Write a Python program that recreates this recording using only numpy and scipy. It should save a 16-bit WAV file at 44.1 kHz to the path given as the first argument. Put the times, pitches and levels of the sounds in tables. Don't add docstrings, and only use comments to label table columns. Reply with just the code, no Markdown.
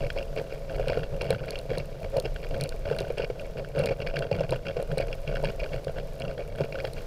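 import sys
import numpy as np
from scipy import signal
from scipy.io import wavfile
from scipy.ndimage import uniform_filter1d

SR = 44100
rng = np.random.default_rng(int(sys.argv[2]) if len(sys.argv) > 2 else 0)


def log_audio(samples):
    frames = np.atleast_2d(samples).T
    limited = np.clip(frames, -1, 1)
    pcm = np.round(limited * 32767).astype(np.int16)
    wavfile.write(sys.argv[1], SR, pcm)


N = 311346
TIME = np.arange(N) / SR
HZ = np.fft.rfftfreq(8192, 1 / SR) + 1

# (f/Hz, width/Hz, level/dB)
FRAME_MODES = [(440, 103, -6), (471.3, 94, -2.5), (551.7, 59, 2), (658.7, 45, -3), (648, 38, -9.5),
               (710, 7.3, -44.5), (875, 30, -32)]
# (f/Hz, width/Hz, level/dB)
HIGH_RING_MODES = [(9060, 2400, 3.5), (12600, 8900, -17)]


def amp(db):
    return 10 ** (np.asarray(db) / 20)


def evened(x):
    return x / np.sqrt(np.mean(x ** 2) + 1e-20)


def struck(x, size=60):
    return x / np.sqrt(uniform_filter1d(x ** 2, size).max() + 1e-20)


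def curve(rows):
    seconds, values = np.transpose(rows)
    return np.interp(TIME, seconds, values)


def add(mix, s, sound):
    part = mix[max(round(s * SR), 0):][:len(sound)]
    part += sound[:len(part)]


def spectrum(points):
    hz, db = np.transpose(points)
    return amp(np.interp(np.log(HZ), np.log(hz), db))


def resonances(modes, skirt):
    power = 0
    for hz, width, db in modes:
        detuning = (HZ ** 2 - hz ** 2) / (HZ * width)
        power = power + amp(db) ** 2 / (1 + detuning ** 2) ** skirt
    return np.sqrt(power)


def ring(gain, size=3000):
    half = np.log(np.maximum(gain / gain.max(), 1e-5))
    whole = np.concatenate([half, half[-2:0:-1]])
    return np.fft.ifft(np.exp(np.conj(signal.hilbert(whole)))).real[:size]


def through(drive, gain):
    return evened(signal.oaconvolve(drive, ring(gain))[:N])


def grains(per_s, spread_db, size=1200):
    sizes = amp(spread_db * np.minimum(rng.exponential(1, N), 4))
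    hits = rng.random(N) < per_s / SR
    x = sizes * rng.choice([-1, 1], N) * hits
    power = uniform_filter1d(uniform_filter1d(x ** 2, size), size)
    return x / np.sqrt(np.abs(power) + 1e-6)


def swaying():
    # (t/s, level/dB)
    sway_levels = [(0, -34), (0.65, -39), (0.8, -32), (1.97, -39), (2.21, -33.5), (2.7, -34), (3.64, -39),
                   (3.83, -37.5), (4.1, -36), (4.39, -36.5), (4.7, -38), (5.3, -33), (6.1, -36),
                   (7.06, -39)]
    # (f/Hz, level/dB)
    rumble_tone = [(10, -14.5), (28, -1.5), (45, -12.5), (70, -17.5), (400, -73.5)]
    return amp(curve(sway_levels)) * through(grains(per_s=1500, spread_db=-0.5), spectrum(rumble_tone))


def bites():
    # (start t/s, length t/s, rubbing level/dB, crunching level/dB, hum level/dB)
    bite_rows = [(0, 0.066, -33.5, -46.5, -36.5), (0.156, 0.068, -35, -46.5, -41.5),
                 (0.357, 0.059, -32, -42.5, -38), (0.494, 0.066, -39, -50.5, -53),
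                 (0.69, 0.17, -36.5, -49.5, -39), (0.864, 0.19, -36, -47.5, -37.5),
                 (1.114, 0.066, -37, -59, -36.5), (1.198, 0.075, -34.0, -45.5, -36),
                 (1.281, 0.079, -32, -45, -31.5), (1.38, 0.07, -39, -49, -42),
                 (1.465, 0.132, -38, -49, -45.5), (1.689, 0.12, -36.5, -46, -34.5),
                 (2.015, 0.047, -35.5, -49.0, -37.5), (2.124, 0.08, -32, -62, -42),
                 (2.232, 0.042, -33, -48.5, -39.5), (2.417, 0.047, -40.5, -46.5, -56),
                 (2.503, 0.16, -35, -46, -34), (2.702, 0.049, -40.5, -51.5, -50),
                 (2.848, 0.2, -35.5, -47, -37.5), (3.059, 0.06, -37.5, -55, -48),
                 (3.167, 0.08, -34.5, -44, -39.5), (3.388, 0.076, -41.5, -54.5, -48),
                 (3.553, 0.074, -36.5, -48.5, -37), (3.748, 0.18, -29.5, -44, -32),
                 (3.991, 0.12, -37.5, -46.5, -38.5), (4.134, 0.13, -33, -46.5, -34),
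                 (4.31, 0.14, -33.5, -46.5, -33), (4.487, 0.074, -33, -43, -34),
                 (4.647, 0.064, -37, -46, -35.5), (4.761, 0.063, -33, -51.5, -39),
                 (4.892, 0.051, -33.5, -55, -31.5), (4.973, 0.062, -34, -42.5, -37),
                 (5.06, 0.082, -37.5, -53.5, -41), (5.266, 0.14, -36.0, -49.5, -37.5),
                 (5.421, 0.083, -34, -44, -34.5), (5.592, 0.074, -35, -43.5, -42.5),
                 (5.711, 0.067, -36.0, -45.0, -36), (5.86, 0.038, -36.5, -49, -37),
                 (5.955, 0.049, -35.0, -50, -37.5), (6.198, 0.13, -36.5, -50.5, -35.5),
                 (6.37, 0.056, -36.5, -51, -44), (6.5, 0.061, -45, -49, -40),
                 (6.577, 0.074, -34, -46.5, -33), (6.717, 0.17, -39, -46.5, -40.5),
                 (6.963, 0.045, -47, -47.5, -46)]
    # (rubbing level/dB, crunching level/dB, hum level/dB)
    coast_levels = [-43, -61.5, -45]
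    rise_s, release_s, sag_db_per_s = 0.0094, 0.0092, -18
    power = np.outer(amp(coast_levels) ** 2, np.ones(N))
    t = np.arange(SR // 2) / SR
    for s, length, *levels_db in bite_rows:
        attack = np.minimum(t / rise_s, 1)
        sag = amp(sag_db_per_s * (t - length / 2))
        release = np.exp(-np.maximum(t - length, 0) / release_s)
        shape = attack * sag * release
        for layer, db in zip(power, levels_db):
            add(layer, s, (amp(db) * shape) ** 2)
    return np.sqrt(power)


def rubbing(rub, level_db=0.3):
    slips = grains(per_s=450, spread_db=2.5, size=1500)
    return amp(level_db) * rub * through(slips, resonances(FRAME_MODES, skirt=1.414))


def humming(hum, level_db=-1):
    # (f/Hz, width/Hz, level/dB)
    hum_modes = [(89.5, 11.6, -5), (138.6, 38.7, -2), (143, 28, -17)]
    impacts = grains(per_s=900, spread_db=0.0)
    return amp(level_db) * hum * through(impacts, resonances(hum_modes, skirt=1.516))


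def squeak(hz, rise_s=0.00107, glide=0.1665, octave_db=-4, rough_db=-1, size=600):
    u = np.arange(size) / SR / rise_s
    pitch = hz * 0.777 * (1 + glide * np.minimum(u, 3))
    turns = np.cumsum(pitch) / SR + rng.random()
    tone = np.sin(2 * np.pi * turns) + amp(octave_db) * np.sin(4 * np.pi * turns)
    roughness = amp(rough_db) * rng.standard_normal(size)
    return u * np.exp(-u) * (tone + roughness)


def crackle(grit, runners, level_db=0.72, smooth_db=-14, snaps_db=-6, count=16):
    sizes = grains(per_s=150, spread_db=4, size=1300)
    kind = rng.integers(count, size=N)
    squeaks = np.zeros(N)
    for k, hz in enumerate(np.geomspace(1400, 3100, count)):
        squeaks += signal.oaconvolve(sizes * (kind == k), squeak(hz))[:N]
    snaps = amp(snaps_db) * evened(sizes)
    scrape = amp(smooth_db) * rng.standard_normal(N)
    return amp(level_db) * grit * through(evened(squeaks) + snaps + scrape, runners)


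def hiss(specks_db=-15, flutter_db=0.9):
    # (t/s, level/dB)
    powder_levels = [(0, -51), (1.2, -54), (2.8, -52), (3.7, -54.5), (4.55, -56), (5.1, -51), (6.55, -54),
                     (6.85, -51)]
    # (f/Hz, level/dB)
    hiss_tone = [(300, 15), (1100, 4.5), (2600, -0.5), (5000, -0.5), (7000, -7.5), (9300, -13.5),
                 (11500, -10.5), (15500, -15)]
    flutter = evened(uniform_filter1d(uniform_filter1d(rng.standard_normal(N), 2500), 1200))
    powder = amp(flutter_db * flutter) * through(rng.standard_normal(N), spectrum(hiss_tone))
    flicks = grains(per_s=260, spread_db=7, size=8000)
    specks = amp(specks_db) * through(flicks, resonances(HIGH_RING_MODES, skirt=0.38))
    return amp(curve(powder_levels)) * (powder + specks)


def crunches(runners):
    # (t/s, level/dB, middle of the squeak f/Hz)
    crust_pieces = [(0.102, -27, 1750), (0.185, -33, 2860), (0.383, -35, 2800), (0.883, -29.5, 3060),
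                    (0.899, -30, 2360), (0.931, -31.5, 1860), (1.033, -33, 1740), (1.212, -30.5, 2900),
                    (1.305, -31.5, 2370), (1.327, -32, 1790), (1.481, -38, 2100), (1.556, -29.5, 3120),
                    (2.255, -31, 2840), (2.361, -33.5, 1730), (2.989, -33.5, 2980), (3.182, -29.5, 2900),
                    (3.22, -33, 2750), (3.244, -33.5, 2570), (3.395, -38.5, 2560), (3.646, -36.5, 1620),
                    (3.871, -33, 2140), (3.888, -32, 2670), (4.02, -32.5, 2640), (4.071, -29.5, 1980),
                    (4.159, -30, 2900), (4.167, -27, 1890), (4.223, -30, 1600), (4.327, -31, 2640),
                    (4.667, -33, 2800), (4.683, -32.5, 2900), (4.915, -33, 1670), (4.987, -34, 2570),
                    (5.005, -34, 2630), (5.128, -30, 2900), (5.276, -32, 2900), (5.357, -30.5, 1750),
                    (5.368, -30.5, 1650), (5.446, -31, 2800), (5.454, -30, 2500), (5.984, -35, 1840),
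                    (6.219, -32, 2900), (6.25, -40.5, 1290), (6.801, -32.5, 2210), (6.85, -28.5, 1790)]
    out, body = np.zeros(N), ring(runners)
    for s, db, hz in crust_pieces:
        add(out, s, amp(db) * struck(signal.fftconvolve(squeak(hz), body)))
    return out


def fracture(decay_s, size=600):
    u = np.arange(size) / SR / decay_s
    return rng.standard_normal(size) * np.sqrt(u) * np.exp(-u)


def swing(hz, rise_s, size=3000):
    t = np.arange(size) / SR
    swell = (t / rise_s) ** 1.65 * np.exp(-t / rise_s)
    pitch = hz * rng.uniform(0.888, 1.059)
    return struck(swell * np.sin(2 * np.pi * pitch * t))


def knocks(runners, frame_db=-9, hard_db=-1, thud_db=-15, snap_db=-21):
    # (t/s, level/dB, upper swing against main swing level/dB before hard_db)
    lumps = [(0.163, -25, -20), (0.796, -19.5, -34), (0.872, -24.5, -26), (0.897, -18.5, -22),
             (0.92, -21.5, -28), (0.972, -17, -33), (1.213, -25.5, -14), (1.304, -17.5, -23),
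             (1.326, -24.5, -30), (1.714, -20.5, -35), (1.774, -23.5, -16), (2.165, -17.5, -23),
             (2.183, -22, -24), (2.252, -22.5, -21), (2.911, -19.5, -18), (3.007, -21.5, -35),
             (3.102, -22, -24), (3.196, -21.5, -19), (3.3, -21.5, -30), (3.795, -22, -23),
             (3.836, -26, -15), (3.907, -23, -35), (4.313, -16, -12.5), (4.406, -17.5, -20),
             (4.522, -18, -12.5), (4.767, -20, -34), (4.798, -25, -30), (4.973, -20.5, -26), (5, -20, -24),
             (5.437, -19, -11), (5.742, -23.5, -34), (6.606, -18, -27), (6.843, -22, -12)]
    out = np.zeros(N)
    frame, body = ring(resonances(FRAME_MODES, skirt=1.29)), ring(runners)
    for s, db, upper_db in lumps:
        main_swing = swing(hz=532.5, rise_s=0.0016)
        upper_swing = amp(upper_db + hard_db) * swing(hz=902, rise_s=0.0025)
        blow = main_swing + upper_swing
        rattle = struck(signal.fftconvolve(fracture(decay_s=0.014), frame)[:len(blow)])
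        thud = amp(thud_db) * swing(hz=131.2, rise_s=0.008)
        snap = amp(snap_db) * struck(signal.fftconvolve(fracture(decay_s=0.0021), body)[:len(blow)])
        add(out, s, amp(db) * (struck(blow + amp(frame_db) * rattle) + thud + snap))
    return out


def ticks(level_db=0, low_ring_db=-1, scuff_db=-7):
    # (t/s, high ring level/dB, low ring against high ring level/dB before low_ring_db)
    line_ticks = [(0.883, -39.5, 7), (1.219, -40.5, 7.5), (1.306, -30.5, 3.5), (1.507, -37.5, 8.5),
                  (1.589, -39, 6), (1.783, -36, 6), (2.17, -40.5, 7.5), (2.2, -34.5, 6.5), (2.611, -33, 7),
                  (2.638, -30.5, 0.5), (2.692, -37.5, 5), (2.965, -45, 0), (2.987, -40, 11.5),
                  (3.004, -42, 9), (3.181, -45, -6), (3.792, -36.5, 1), (3.859, -35, 7.5), (3.868, -46, 7),
                  (4.191, -39.5, 8), (4.508, -36, 3), (4.827, -41, -6), (4.982, -32, 2.5),
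                  (5.446, -41.5, 1), (5.847, -46, 7), (6.2, -43, 2), (6.56, -50, -7), (6.935, -43, 5)]
    # (f/Hz, width/Hz, level/dB)
    low_ring_modes = [(4130, 550, 0)]
    out = np.zeros(N)
    low = ring(resonances(low_ring_modes, skirt=1.32))
    high = ring(resonances(HIGH_RING_MODES, skirt=2.3))
    for s, db, low_db in line_ticks:
        touch = amp(scuff_db) * fracture(decay_s=0.00036)
        touch[0] = 1
        low_ring = struck(signal.fftconvolve(touch, low))
        high_ring = struck(signal.fftconvolve(touch, high))
        add(out, s, amp(db + level_db) * (high_ring + amp(low_db + low_ring_db) * low_ring))
    return out


def scene():
    # (f/Hz, width/Hz, level/dB)
    runner_modes = [(1480, 205, 4), (1750, 21, -12.5), (2272, 140, 3), (2451, 58, 5), (2734, 73, 5.5),
                    (2900, 164, -2), (3262, 97, 0), (4110, 410, -8), (4580, 240, -2), (5140, 230, -5.5),
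                    (6100, 130, -20)]
    runners = resonances(runner_modes, skirt=1.174)
    rub, grit, hum = bites()
    sliding = rubbing(rub) + humming(hum) + crackle(grit, runners) + hiss()
    mix = swaying() + sliding + crunches(runners) + knocks(runners) + ticks()
    return mix[None]


def record(dry):
    edge_hz = 15600
    low_pass = signal.firwin(301, edge_hz, window=("kaiser", 8), fs=SR)
    return signal.oaconvolve(dry, low_pass[None], "same")


dry = scene()
out = record(dry)
log_audio(out)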